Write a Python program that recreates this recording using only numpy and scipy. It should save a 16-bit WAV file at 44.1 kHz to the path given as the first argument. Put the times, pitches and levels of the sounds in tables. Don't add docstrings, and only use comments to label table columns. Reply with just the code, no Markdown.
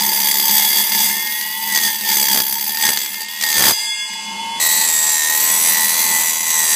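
import sys
import numpy as np
from scipy import signal
from scipy.fft import rfft, irfft, next_fast_len
from scipy.io import wavfile
from scipy.ndimage import uniform_filter1d, map_coordinates

SR = 44100
rng = np.random.default_rng(int(sys.argv[2]) if len(sys.argv) > 2 else 0)


def to_linear_factor(level_db):
    exponent = np.asarray(level_db, float) / 20
    return 10 ** exponent


def unload_audio(sound):
    columns = np.transpose(np.atleast_2d(sound))
    steps = np.round(np.clip(columns, -1, 1) * 32767)
    wavfile.write(sys.argv[1], SR, steps.astype(np.int16))


N = 297675

TEETH = 24
BREAK = 3.725
SECOND = 4.597
# centre f/Hz, width/Hz
BLADE_MODES = [(3640, 70), (4010, 130), (4690, 100), (4800, 90), (5890, 60), (6270, 80), (6480, 45),
               (7180, 50), (7610, 40), (7915, 40), (8375, 36), (6370, 70), (7760, 70), (8550, 120)]
BLADE_LEVELS = [
    [-12, -9, 0, 5, -12, 1.5, -9, -8, -8, 1, -5, -12, -14, -3],
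    [-10, -8, -4, 1, -8, -3, -10, 0, -1, -1, 0, -3, -3, -4],
]
# centre f/Hz, width/Hz
CHIP_MODES = [(10565, 30), (10755, 25), (11215, 25), (11850, 180), (12400, 200), (13275, 20), (13500, 60),
              (14055, 26), (15100, 150)]
CHIP_LEVELS = [
    [-4, -16, -4.5, -10, -16, 0, -8, -3, -9.5],
    [-5, -12, -3.5, -19, -19, -7, -20, -1, -26],
]
# t/s, peak level/dB
SNATCHES = [(0.0338, -5), (0.0618, -7), (0.1311, -5), (0.1735, -5), (0.2014, -5), (0.2294, -6),
            (0.2708, -5), (0.3975, -3), (0.4803, -5), (0.4938, -3), (0.5801, 0), (0.7282, -3), (0.7831, -4),
            (0.839, -8), (0.9193, -4), (0.9477, -4), (1.0974, -5), (1.1248, -9), (1.2715, -9),
            (1.3219, -10), (1.4107, -8), (1.7469, -5), (1.7579, -1), (1.8347, -3), (2.0093, -10),
            (2.0986, -3), (2.2827, -5), (2.4014, -4), (2.4349, -10), (2.4798, -12), (2.5092, -11),
            (2.5247, -11), (2.5666, -13), (2.595, -11), (2.6244, -14), (2.6638, -10), (2.7452, -11),
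            (2.7711, -6), (2.8898, -1), (2.9726, -2), (3.0145, -9), (3.0604, -9), (3.1428, -10),
            (3.2176, -13), (3.4111, -5), (3.4241, -3), (3.4366, -2), (3.5009, -5), (3.5269, -2),
            (3.5798, -3), (3.6386, 0)]
# t/s, peak level/dB
FURTHER_SNATCHES = [(1.774, -3), (1.787, -4), (2.113, -3), (2.154, -5), (2.226, -7), (2.374, -4),
                    (2.836, -3), (2.865, -1), (3.284, -14), (3.6062, -2), (4.135, -15)]


def unit(x):
    return x / np.sqrt(np.mean(np.abs(x) ** 2) + 1e-20)


def curves(rows):
    s, *cols = np.transpose(rows)
    return [np.interp(np.arange(N) / SR, s, c) for c in cols]


def by_cut(pair):
    return np.where(np.arange(N) > SECOND * SR, pair[1], pair[0])


def noise():
    return rng.standard_normal(N)


def wobble(rate):
    coarse = np.arange(0, N + 16, 16)
    knots = rng.standard_normal(int(N * rate / SR) + 4)
    return np.interp(np.arange(N), coarse, map_coordinates(knots, [coarse * rate / SR]))


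def filtered(x, response):
    m = next_fast_len(N + SR // 2)
    return irfft(rfft(x, m) * response(np.fft.rfftfreq(m, 1 / SR)), m)[:N]


def coloured(x, points):
    f, v = np.transpose(points)
    return unit(filtered(x, lambda hz: to_linear_factor(np.interp(np.log(hz + 1), np.log(f + 1), v))))


def ringing(x, modes):
    def response(f):
        total = 0
        for k, (centre, width, db) in enumerate(sorted(modes)):
            mode = 1j * f * width / (centre * centre - f * f + 1j * f * width)
            total = total + (-1) ** k * to_linear_factor(db) * mode
        return total
    return unit(filtered(x, response))


def rim(turns, changes, weight):
    size, wear = 2048, np.arange(N) * changes / SR
    rough = rfft(rng.standard_normal((int(wear[-1]) + 2, size)))
    shapes = irfft(rough * weight(np.arange(size // 2 + 1)), size)
    row, place = wear.astype(int), (turns % 1 * size).astype(int)
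    new = wear % 1 * np.pi / 2
    return unit(np.cos(new) * shapes[row, place] + np.sin(new) * shapes[row + 1, place])


def shaft():
    # from t/s, to t/s, speed left/(turns/s)
    loads = [(0, .3, 71.3), (.3, .5, 73), (.5, 1.08, 72.9), (1.71, 1.85, 76.7), (1.85, 1.95, 74.8),
             (2.03, 2.15, 73.7), (2.15, 2.26, 68.3), (2.26, 2.45, 65.4), (2.85, 3.08, 72.5),
             (3.4, 3.73, 72.5), (4.596, 4.6, 80.5), (4.6, 4.68, 79.9), (4.81, 4.95, 78.1),
             (4.95, 5.11, 78.5), (5.11, 5.23, 76.1), (5.68, 5.87, 81), (5.87, 6.18, 82.8), (6.18, 6.34, 81),
             (6.43, 6.59, 80.6), (6.59, 6.69, 79)]
    first_turns, free_turns, run_up_s = 72, 85.5, .43
    t, speed = np.arange(N) / SR, np.full(N, 1. * first_turns)
    for start, end, left in loads:
        a, b, fade = int(start * SR), int(end * SR), np.exp((start - end) / run_up_s)
        goal = (left - speed[a] * fade) / (1 - fade)
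        speed[a:b] = goal + (speed[a] - goal) * np.exp((start - t[a:b]) / run_up_s)
        speed[b:] = free_turns + (left - free_turns) * np.exp((end - t[b:]) / run_up_s)
    return speed


def feed():
    # t/s, steady cut level/dB, chip share/dB, freedom of the blade to sing/dB
    pressure = [(0, -17.5, -1, -37), (.45, -17.5, 1, -40), (.55, -16.5, 1, -27), (1.2, -25, 1, -35),
                (1.98, -30, 2, -34), (2.47, -24.5, 3.5, -44), (3.39, -30, -3, -37), (3.45, -20, -4, -38),
                (3.71, -18, -1, -47), (3.76, -29, -7, -32), (3.95, -32, -22, -28.5), (4.595, -40, -24, -29),
                (4.6, -15.5, -3, -45), (5.2, -16, -6.5, -44), (5.4, -16, -1, -22), (6.2, -16.5, -2, -21),
                (6.43, -20.5, -4, -28), (6.5, -16, -4, -26)]
    # peak t/s, peak level/dB, time to rise 10 dB/s, time to fall 10 dB/s
    shoves = [(.28, -20, .04, .04), (.5, -18, .04, .06), (.59, -15, .08, .1), (.81, -16, .1, .02),
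              (1.02, -14, .16, .16), (1.43, -27, .05, .05), (1.775, -13.5, .08, .03), (1.85, -14, .06, .09),
              (2.11, -14, .07, .16), (2.22, -18, .1, .1), (2.33, -14, .1, .1), (2.53, -27, .05, .05),
              (2.7, -23, .1, .03), (2.855, -13, .07, .12), (2.985, -24, .015, .1), (3.22, -27, .03, .04),
              (3.43, -18, .01, .09), (3.56, -18, .06, .08), (3.69, -12, .15, .03), (3.82, -27, .1, .06),
              (4.15, -34, .04, .04), (4.63, -18, .03, .08), (4.8, -19, .08, .1), (5.09, -21, .04, .15),
              (5.66, -17, .05, .15), (6, -21, .1, .1), (6.73, -19, .05, .1)]
    whole, t = np.arange(N) / SR, np.arange(0, N, 32) / SR
    steady_db, chip_db, free_db = curves(pressure)
    power = 0
    for s, db, rise, fall in shoves:
        away = np.where(t < s, (s - t) / rise, (t - s) / fall)
        power = power + to_linear_factor(2 * db - 20 * away)
    cut_db = 10 * np.log10(to_linear_factor(2 * steady_db) + np.interp(whole, t, power))
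    lift_from_s, lift_to_s = 3.225, 3.283
    lift = np.clip((whole - lift_from_s) / (lift_to_s - lift_from_s), 0, 1)
    lift_db = -14 * lift * (whole < lift_to_s)
    fizz_db = lift_db + chip_db - .4 * (cut_db - steady_db)
    return cut_db + .3 * lift_db, fizz_db, free_db + 2.5 * wobble(6)


def landed(turns):
    at = np.sort([round(s * SR) for s, _ in SNATCHES + FURTHER_SNATCHES])
    slip = np.unwrap(-2 * np.pi * turns[at]) / (2 * np.pi)
    first = np.arange(N) < SECOND * SR
    return turns + first * (np.interp(np.arange(N), at, slip) - np.floor(slip.min()))


def bite(turns):
    # t/s, level on the run-out/dB
    proud = [(0, 1), (.45, 1), (.56, -3), (.85, -1), (1, -4), (1.15, 0), (1.68, -2), (1.74, 5), (1.8, 4),
             (1.84, -1), (2.05, 2), (2.4, 3), (3.45, 3), (3.6, 1), (3.66, -4), (4.6, 0)]
    depth = by_cut((1.65, 1.35)) * to_linear_factor(curves(proud)[0] + 1.3 * wobble(8))
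    count = int(turns[-1]) + 3
    loose = np.arange(N) < SECOND * SR
    turns = turns + 1 + loose * .04 * wobble(45)
    which = turns.astype(int)
    chance = rng.standard_normal(count)[which]
    sway = (-1.) ** which
    shape = to_linear_factor(2.2 * (-0.7 + loose) * chance + .8 * sway) * np.exp(-np.clip(depth, 0, 8) * (turns % 1))
    landing_s = .0022
    shape = uniform_filter1d(shape, int(landing_s * SR) + 1)
    return shape / np.sqrt(np.abs(uniform_filter1d(shape ** 2, size=2400)))


def table(speed, turns, force, cut_db):
    # centre f/Hz, width/Hz, level/dB
    top_modes = [(205, 12, 1.5), (357.4, 10, -11), (865.5, 22.8, 3.5), (912, 36, 0), (1071, 46, -18)]
    # t/s, level/dB
    looseness = [(0, 5), (.3, 2), (.6, 0), (1.1, 1), (1.5, -2), (2.2, 0), (2.5, 4), (2.75, 2), (3.05, -4),
                 (3.6, -3), (3.8, 0), (6.75, 0)]
    t = np.arange(N) / SR
    shake = to_linear_factor(by_cut((-28.5, -36)) + cut_db + 18)
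    shake += to_linear_factor(by_cut((-37, -43)) + 1.6 * (speed - 83))
    returns = by_cut((0, .75))
    steady = np.sqrt(returns) * rim(turns, 3, lambda k: k > 0)
    push = (0.2 + force) * (np.sqrt(1 - returns) * noise() + steady)
    drum_db = -6.5 + (t > BREAK) * (by_cut((3, 1.5)) + 2.4 * (speed - 82))
    drum = to_linear_factor(drum_db) * ringing(push, top_modes[:1])
    upper = filtered(ringing(push, top_modes[1:]), lambda hz: 1 - .6 / (1 + ((hz - 560) / 170) ** 4))
    return shake * to_linear_factor(curves(looseness)[0] + 1.6 * wobble(9) - 4) * (drum + upper)


def knocks(force):
    # t/s, level/dB, length/s
    knock_times = [
        (.53, -66, .04),
        (.71, -58, .03),
        (1.75, -60, .05),
        (1.87, -58, .04),
        (2.18, -48, .02),
        (2.38, -38, .06),
        (2.895, -37, .015),
        (3.6, -36, .05),
        (3.66, -33, .11),
    ]
    # f/Hz, level/dB per Hz
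    knock_colour = [(25, -2), (60, -8), (150, -4.5), (400, -5.5), (1200, -7), (3000, -10)]
    t, edge_s = np.arange(0, N, 32) / SR, .025
    bumps = [db - 20 * np.clip(np.abs(t - s) - length / 2, 0, None) / edge_s
             for s, db, length in knock_times]
    knock_db = np.interp(np.arange(N) / SR, t, np.max(bumps, axis=0))
    rattle_db = -69 + 3 * wobble(7)
    gain = to_linear_factor(1.2 * (np.maximum(knock_db, rattle_db) + 43.5) - 28)
    return gain * coloured(force * noise(), knock_colour)


def idle_air(speed):
    # f/Hz, level/dB per Hz
    air_colour = [(35, -68), (60, -44), (206, -1.5), (723, 2), (892, 6), (1000, 12), (1970, 14), (2110, 8),
                  (2480, 29), (3360, 26.5), (3700, 19), (4200, 24), (5400, 21.5), (6440, 19), (14500, 5),
                  (15600, -48)]
    return to_linear_factor(-35.5 + .4 * (speed - 82)) * coloured(noise(), air_colour)


def blows(turns, force, scatter_db, uneven):
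    heights = [11, 10, 2, -9, -9, 5, 6, -4, -10, 0, 1, -9, -7, -2, -8, -10, -3, -5, -10, -7, -2, -9, -10,
               -3]
    steps = np.arange(1, int(turns[-1] * TEETH))
    tooth = steps % TEETH
    spacing = .05 * rng.standard_normal(TEETH)
    at = np.interp(steps + spacing[tooth], turns * TEETH, np.arange(N))
    size_db = uneven * np.array(heights)[tooth] + scatter_db * rng.standard_normal(len(steps))
    size = to_linear_factor(size_db) * force[at.astype(int)]
    taps = at.astype(int)[:, None] + np.arange(-7, 9)
    off = taps - at[:, None]
    kernel = np.sinc(off) * np.cos(off * np.pi / 16) ** 2
    return np.bincount(np.clip(taps, 0, N - 1).ravel(), (size[:, None] * kernel).ravel(), N)


def cut(turns, force, cut_db, fizz_db):
    # f/Hz, level/dB per Hz
    tear_colours = [
        [(150, -49), (300, -17), (685, -16), (850, -6), (1010, -15), (1350, -18), (1580, -25), (1820, -1.5), (2650, -13), (3380, -4), (3900, -13), (4800, -1), (5370, -7), (6250, -5), (8240, -8.5), (9600, -10), (12500, -43), (21100, -120)],
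        [(150, -39), (250, -30), (433, -40), (717, -29), (901, -8), (1050, -12), (1250, -30), (1650, -30), (1900, -6), (2920, -12), (3960, -6), (4300, -15), (4800, -4), (5290, -7), (6100, 0), (7750, -4), (8600, -4), (9600, -6), (12500, -44), (21100, -120)],
    ]
    # centre f/Hz, width/Hz, level/dB
    stock_modes = [
        [(340, 66, -8), (900, 200, -8.5), (1880, 250, -5), (3370, 300, -2.5), (4850, 330, -0.5), (6250, 500, -8), (8300, 1200, -9)],
        [(151, 30, -20), (600, 100, -28), (1057, 100, -6), (1876, 156, -2), (2610, 90, 1), (4000, 350, -14), (6100, 600, 0), (7700, 900, 2)],
    ]
    # f/Hz, level/dB per Hz
    chip_colours = [
        [(5760, -60), (9800, -16), (10300, -3.5), (11100, -6.5), (13600, 4), (15400, -9)],
        [(5760, -14), (9800, -13), (10800, -9), (12700, -17), (13700, 1), (15400, -16)],
    ]
    # blows/dB, tearing/dB, blade ring/dB, high ring/dB, tooth scatter/dB, share of the ring
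    mixes = [
        (-12, -6.5, -2.5, -2.5, 4, .2, .45, .75),
        (-7, -7, -6.5, -1.5, 1.4, .3, .65, .6),
    ]
    rim_changes = 14, 3.5
    hollows = 0, .65
    second, out = np.arange(N) > SECOND * SR, np.zeros(N)
    for i, on in enumerate((~second, second)):
        blow_db, tear_db, ring_db, shine_db, scatter_db, struck, returns, uneven = mixes[i]

        def stock_response(hz):
            upper = hollows[i] / (1 + ((hz - 1420) / 280) ** 4)
            lower = hollows[i] / (1 + ((hz - 480) / 300) ** 4)
            return (1 - upper - lower) / (1 + (hz / 9200) ** 8)

        burr = np.sqrt(returns) * rim(turns, rim_changes[i], lambda k: k < 130)
        burr += np.sqrt(1 - returns) * noise()
        rasp = force * to_linear_factor(.4 * scatter_db * wobble(400))
        teeth = unit(blows(turns, force ** 0.49, scatter_db, uneven))
        hits = filtered(ringing(teeth, stock_modes[i]), stock_response)
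        body = to_linear_factor(blow_db) * hits + to_linear_factor(tear_db) * coloured(rasp * burr, tear_colours[i])
        chips = to_linear_factor(fizz_db - 5) * coloured(rasp ** .5 * noise(), chip_colours[i])
        out += on * to_linear_factor(cut_db) * (body + chips)
        shaken = to_linear_factor(ring_db) * (struck * teeth + (1 - struck) * rasp * burr)
        sprayed = to_linear_factor(shine_db + fizz_db) * rasp * noise()
        for drive, modes, levels in ((shaken, BLADE_MODES, BLADE_LEVELS[i]),
                                     (sprayed, CHIP_MODES, CHIP_LEVELS[i])):
            drive = on * to_linear_factor(cut_db) * drive
            ring = ringing(drive, [(*mode, db) for mode, db in zip(modes, levels)])
            out += on * np.std(drive) * filtered(ring, lambda hz: 1 / (1 + (2300 / (hz + 1)) ** 4))
    return out


def disc(turns, force, cut_db, free_db):
    # rest f/Hz, nodal diameters, beat of the twin wave f/Hz
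    waves = [(1889, 3, 11), (1889, -3, 11), (3079, 4, 7), (3079, -4, 7), (4898, 0, 13), (4973, 0, 9),
             (5722, 6, 9), (5915, 6, 14), (7154, 0, 10), (7564, 0, 12), (7907, 0, 15), (4468, 0, 8)]
    # free level/dB, ring after the break/dB, first cut level/dB, second cut level/dB
    wave_drives = [(0, -60, -23, -34), (-14, -46, -23, -36), (0, -46, -14, -26), (-13, -46, -30, -40),
                   (-16, -23.5, -20, -30), (-18, -28, -22, -32), (-13, -35, -22, -32), (-16, -38, -24, -32),
                   (-15, -40, -32, -34), (-17, -38, -32, -28), (-21, -33, -28, -28), (-16, -40, -30, -34)]
    whole, out, step = np.arange(N) / SR, np.zeros(N), 16
    t = whole[::step]
    slow = lambda rate: wobble(rate)[::step]
    for (hz, nodes, beat), (air_db, left_db, first_db, second_db) in zip(waves, wave_drives):
        shake = rng.standard_normal(len(t)) + 1j * rng.standard_normal(len(t))
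        drive_db = cut_db[::step] + np.where(t > SECOND, second_db, first_db)
        drive = force[::step] * to_linear_factor(drive_db) * shake
        keep = np.exp(-np.pi * 18 * step / SR)
        swing = signal.lfilter([np.sqrt(1 - keep ** 2)], [1, -keep], drive)
        free = to_linear_factor(free_db[::step] + air_db - 16 * (t > SECOND))
        free += (t > BREAK) * (t < SECOND) * to_linear_factor(left_db - 60 * np.abs(t - BREAK) / 1.7)
        twin = 1 + .45 * to_linear_factor(3 * slow(2)) * np.exp(2j * np.pi * beat * t + 2j * slow(3))
        swing += free * twin * to_linear_factor(2.5 * slow(6)) * np.exp(.4j * slow(8))
        phase = 2 * np.pi * (hz * whole + nodes * turns)
        out += np.interp(whole, t, swing.real) * np.cos(phase)
        out -= np.interp(whole, t, swing.imag) * np.sin(phase)
    return out


def motor(speed, turns, force, cut_db):
    shaft_orders = 11, 13, 36
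    order_levels = [-15.5, -2.5, 5]
    # from t/s, to t/s
    dropouts = [
        (4.88, 5.16),
        (6.7, 6.8),
    ]
    t = np.arange(N) / SR
    second = t > SECOND
    dropped = sum((t > a) * (t < b) for a, b in dropouts)
    even = 1 - uniform_filter1d(dropped * (1 - to_linear_factor(-24)), size=2000)
    whine_hz, width_hz = 1780, 22
    tuned = np.where(second, 1, 1 / (1 + np.exp((whine_hz - TEETH * speed) / width_hz)))
    air_whine = to_linear_factor(-46 + 5 * (speed - 83.5))
    cut_whine = to_linear_factor(by_cut((-27, -29.5)) + .8 * (cut_db + 18)) * even * tuned * force ** by_cut((.25, .7))
    whine = np.where((t > BREAK) * (t < SECOND), air_whine, cut_whine)

    def tone(k, db):
        return to_linear_factor(db + 4.5 + 1.1 * wobble(15)) * np.sin(2 * np.pi * k * turns + 0.54 * wobble(25))

    order_db = by_cut((-47, -39)) + by_cut((1.5, -1.2)) * (speed - 80)
    lines = np.zeros(N)
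    for k, db in zip(shaft_orders, order_levels):
        lift = 1 + by_cut((24, 5)) / (1 + ((k * speed - 912) / 17) ** 4)
        lines += lift * tone(k, order_db + db - 18 * (k > TEETH) * second)
    octave_db = by_cut((-7, -32)) - 4.0 - 12 * second
    return lines + whine * (tone(TEETH, 0) + tone(2 * TEETH, octave_db))


def unbalance(speed, turns):
    level_db = by_cut((-54, -60)) + by_cut((3.5, .8)) * (speed - 82) - 3.5
    return to_linear_factor(level_db) * np.sin(2 * np.pi * turns)


def thud(turns, cut_db):
    # f/Hz, level/dB per Hz
    thud_colour = [(120, -40), (170, -14), (300, -24), (600, -7), (1050, 0), (1350, -13), (1600, -19),
                   (2600, -8), (3200, -40)]
    once = np.diff(np.floor(turns), prepend=turns[0] // 1)
    return to_linear_factor(by_cut((-26, -21)) + cut_db) * coloured(once * to_linear_factor(1.2 * wobble(40)), thud_colour)


def snatch(cut_db):
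    # f/Hz, level/dB per Hz
    catch_colour = [(300, -30), (900, -14), (1400, -16), (1900, 0), (2600, -8), (4500, 0), (6300, -6),
                    (9500, -12), (13000, -10), (16000, -30)]
    t60_s, rise_s = .022, .0004
    shape, t = np.zeros(N), np.arange(SR // 20) / SR
    for s, db in SNATCHES + FURTHER_SNATCHES:
        start, peak = round(s * SR), to_linear_factor(db - 5.5)
        covered = to_linear_factor(2 * (cut_db[start] + 5))
        over = np.sqrt(max(peak ** 2 - covered, .1 * peak ** 2))
        shape[start:][:len(t)] += over * to_linear_factor(-60 * t / t60_s) * (1 - np.exp(-t / rise_s))
    return shape * coloured(noise(), catch_colour)


def afterglow():
    t = np.arange(N) / SR
    level = (t > BREAK) * (t < SECOND) * (to_linear_factor(-28 - 60 * np.abs(t - BREAK) / 1.1) + to_linear_factor(-59))
    levels = BLADE_LEVELS[0] + CHIP_LEVELS[0]
    modes = [(hz, 0.56 * width, db) for (hz, width), db in zip(BLADE_MODES + CHIP_MODES, levels)]
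    return level * to_linear_factor(2.5 * wobble(8.2)) * ringing(noise(), modes)


def shimmer():
    # f/Hz, level/dB
    free_modes = [(8360, -52), (8920, -59), (9006, -58), (9087, -59), (9324, -54), (9765, -62),
                  (10110, -58), (10271, -60), (10503, -61), (10740, -61), (11020, -66), (13259, -69),
                  (14395, -64), (14723, -64)]
    t, t60_s, width_hz = np.arange(N) / SR, 1.5, 25
    level = (t > BREAK) * (t < SECOND) * (to_linear_factor(-33 - 60 * np.abs(t - BREAK) / t60_s) + to_linear_factor(-47))
    modes = [(hz, width_hz, db) for hz, db in free_modes]
    return level * to_linear_factor(2 * wobble(12)) * ringing(noise(), modes)


def slide():
    # f/Hz, level/dB per Hz
    slide_colour = [(90, -30), (130, 2), (300, -4), (600, 0), (1300, -3), (2000, -8), (2600, -40)]
    t, start_s, rise_s = np.arange(N) / SR, 4.05, .3
    swell = np.clip((t - start_s) / rise_s, 0, 1) * (t < SECOND)
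    return to_linear_factor(-45) * swell * coloured(noise(), slide_colour)


def grind(turns, force, cut_db):
    # shaft order, spread/orders, level/dB
    clusters = [
        [(13, .6, -11), (49.7, 2, 0), (55.5, 1.2, -5)],
        [(73, 3, -18), (97, 2, 0), (103, 2, -6)],
        [(22.3, .7, -4), (24, .7, -2), (25.2, .6, -2)],
    ]
    # t/s, middle level/dB, upper level/dB, rhythm level/dB
    cluster_levels = [(4.6, -8, -8, -17), (4.85, -10, -5, -20), (4.95, -17, -4, -21), (5.2, -13, -5, -20),
                      (5.6, -15, -6, -14), (5.72, -14, -15, -14), (6.1, -15, -11, -13),
                      (6.35, -20, -12, -14), (6.55, -20, -6, -13), (6.75, -17, -6, -12)]
    out = np.zeros(N)
    for cluster, level_db in zip(clusters, curves(cluster_levels)):
        def weight(k):
            return sum(to_linear_factor(db) / (1 + ((k - order) / spread) ** 2) for order, spread, db in cluster)
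        out += to_linear_factor(level_db) * rim(turns, 6, weight)
    return by_cut((0, 1)) * to_linear_factor(cut_db) * force ** .5 * out


def scene():
    speed = shaft()
    cut_db, fizz_db, free_db = feed()
    turns = np.cumsum(speed) / SR
    turns -= turns[round(4.6005 * SR)] % 1 - 1
    force = bite(landed(turns))
    saw = table(speed, turns, force, cut_db) + idle_air(speed)
    saw += cut(turns, force, cut_db, fizz_db)
    saw += disc(turns, force, cut_db, free_db - 0.5)
    saw += motor(speed, turns, force, cut_db)
    saw += thud(turns, cut_db) + snatch(cut_db)
    saw += afterglow() + shimmer() + slide()
    saw += grind(turns, force, cut_db)
    thin = filtered(saw, lambda hz: 1 / (1 + (140 / (hz + 1)) ** 4))
    return (thin + knocks(force) + unbalance(speed, turns))[None]


def gated(x, below_db, per_octave_db):
    hz, _, z = signal.stft(x, SR, nperseg=1024)
    hz = hz[:512, None]
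    power = uniform_filter1d(np.abs(z[:512]) ** 2, size=7, axis=1)
    band = np.repeat(power.reshape(128, 4, -1).mean(axis=1), 4, axis=0)
    around = uniform_filter1d(power, size=40, axis=0)
    limit_db = below_db + per_octave_db * np.log2(hz / 8000 + .01)
    z[:512] *= np.where((band < around * to_linear_factor(2 * limit_db)) & (hz > 2300), .03, 1)
    return signal.istft(z, SR, nperseg=1024)[1][:N]


def roll_off(x):
    return signal.sosfilt(signal.butter(12, 16500, fs=SR, output="sos"), x)


def record(dry):
    thin = filtered(dry[0], lambda hz: (hz < 15380) * hz ** 2 / (hz ** 2 + 55 ** 2))
    clipped = thin / (1 + np.abs(thin / 1.05) ** 8) ** (1 / 8)
    mix = gated(clipped, below_db=-8.3, per_octave_db=4)[None]
    return roll_off(mix)


dry = scene()
out = record(dry)
unload_audio(out)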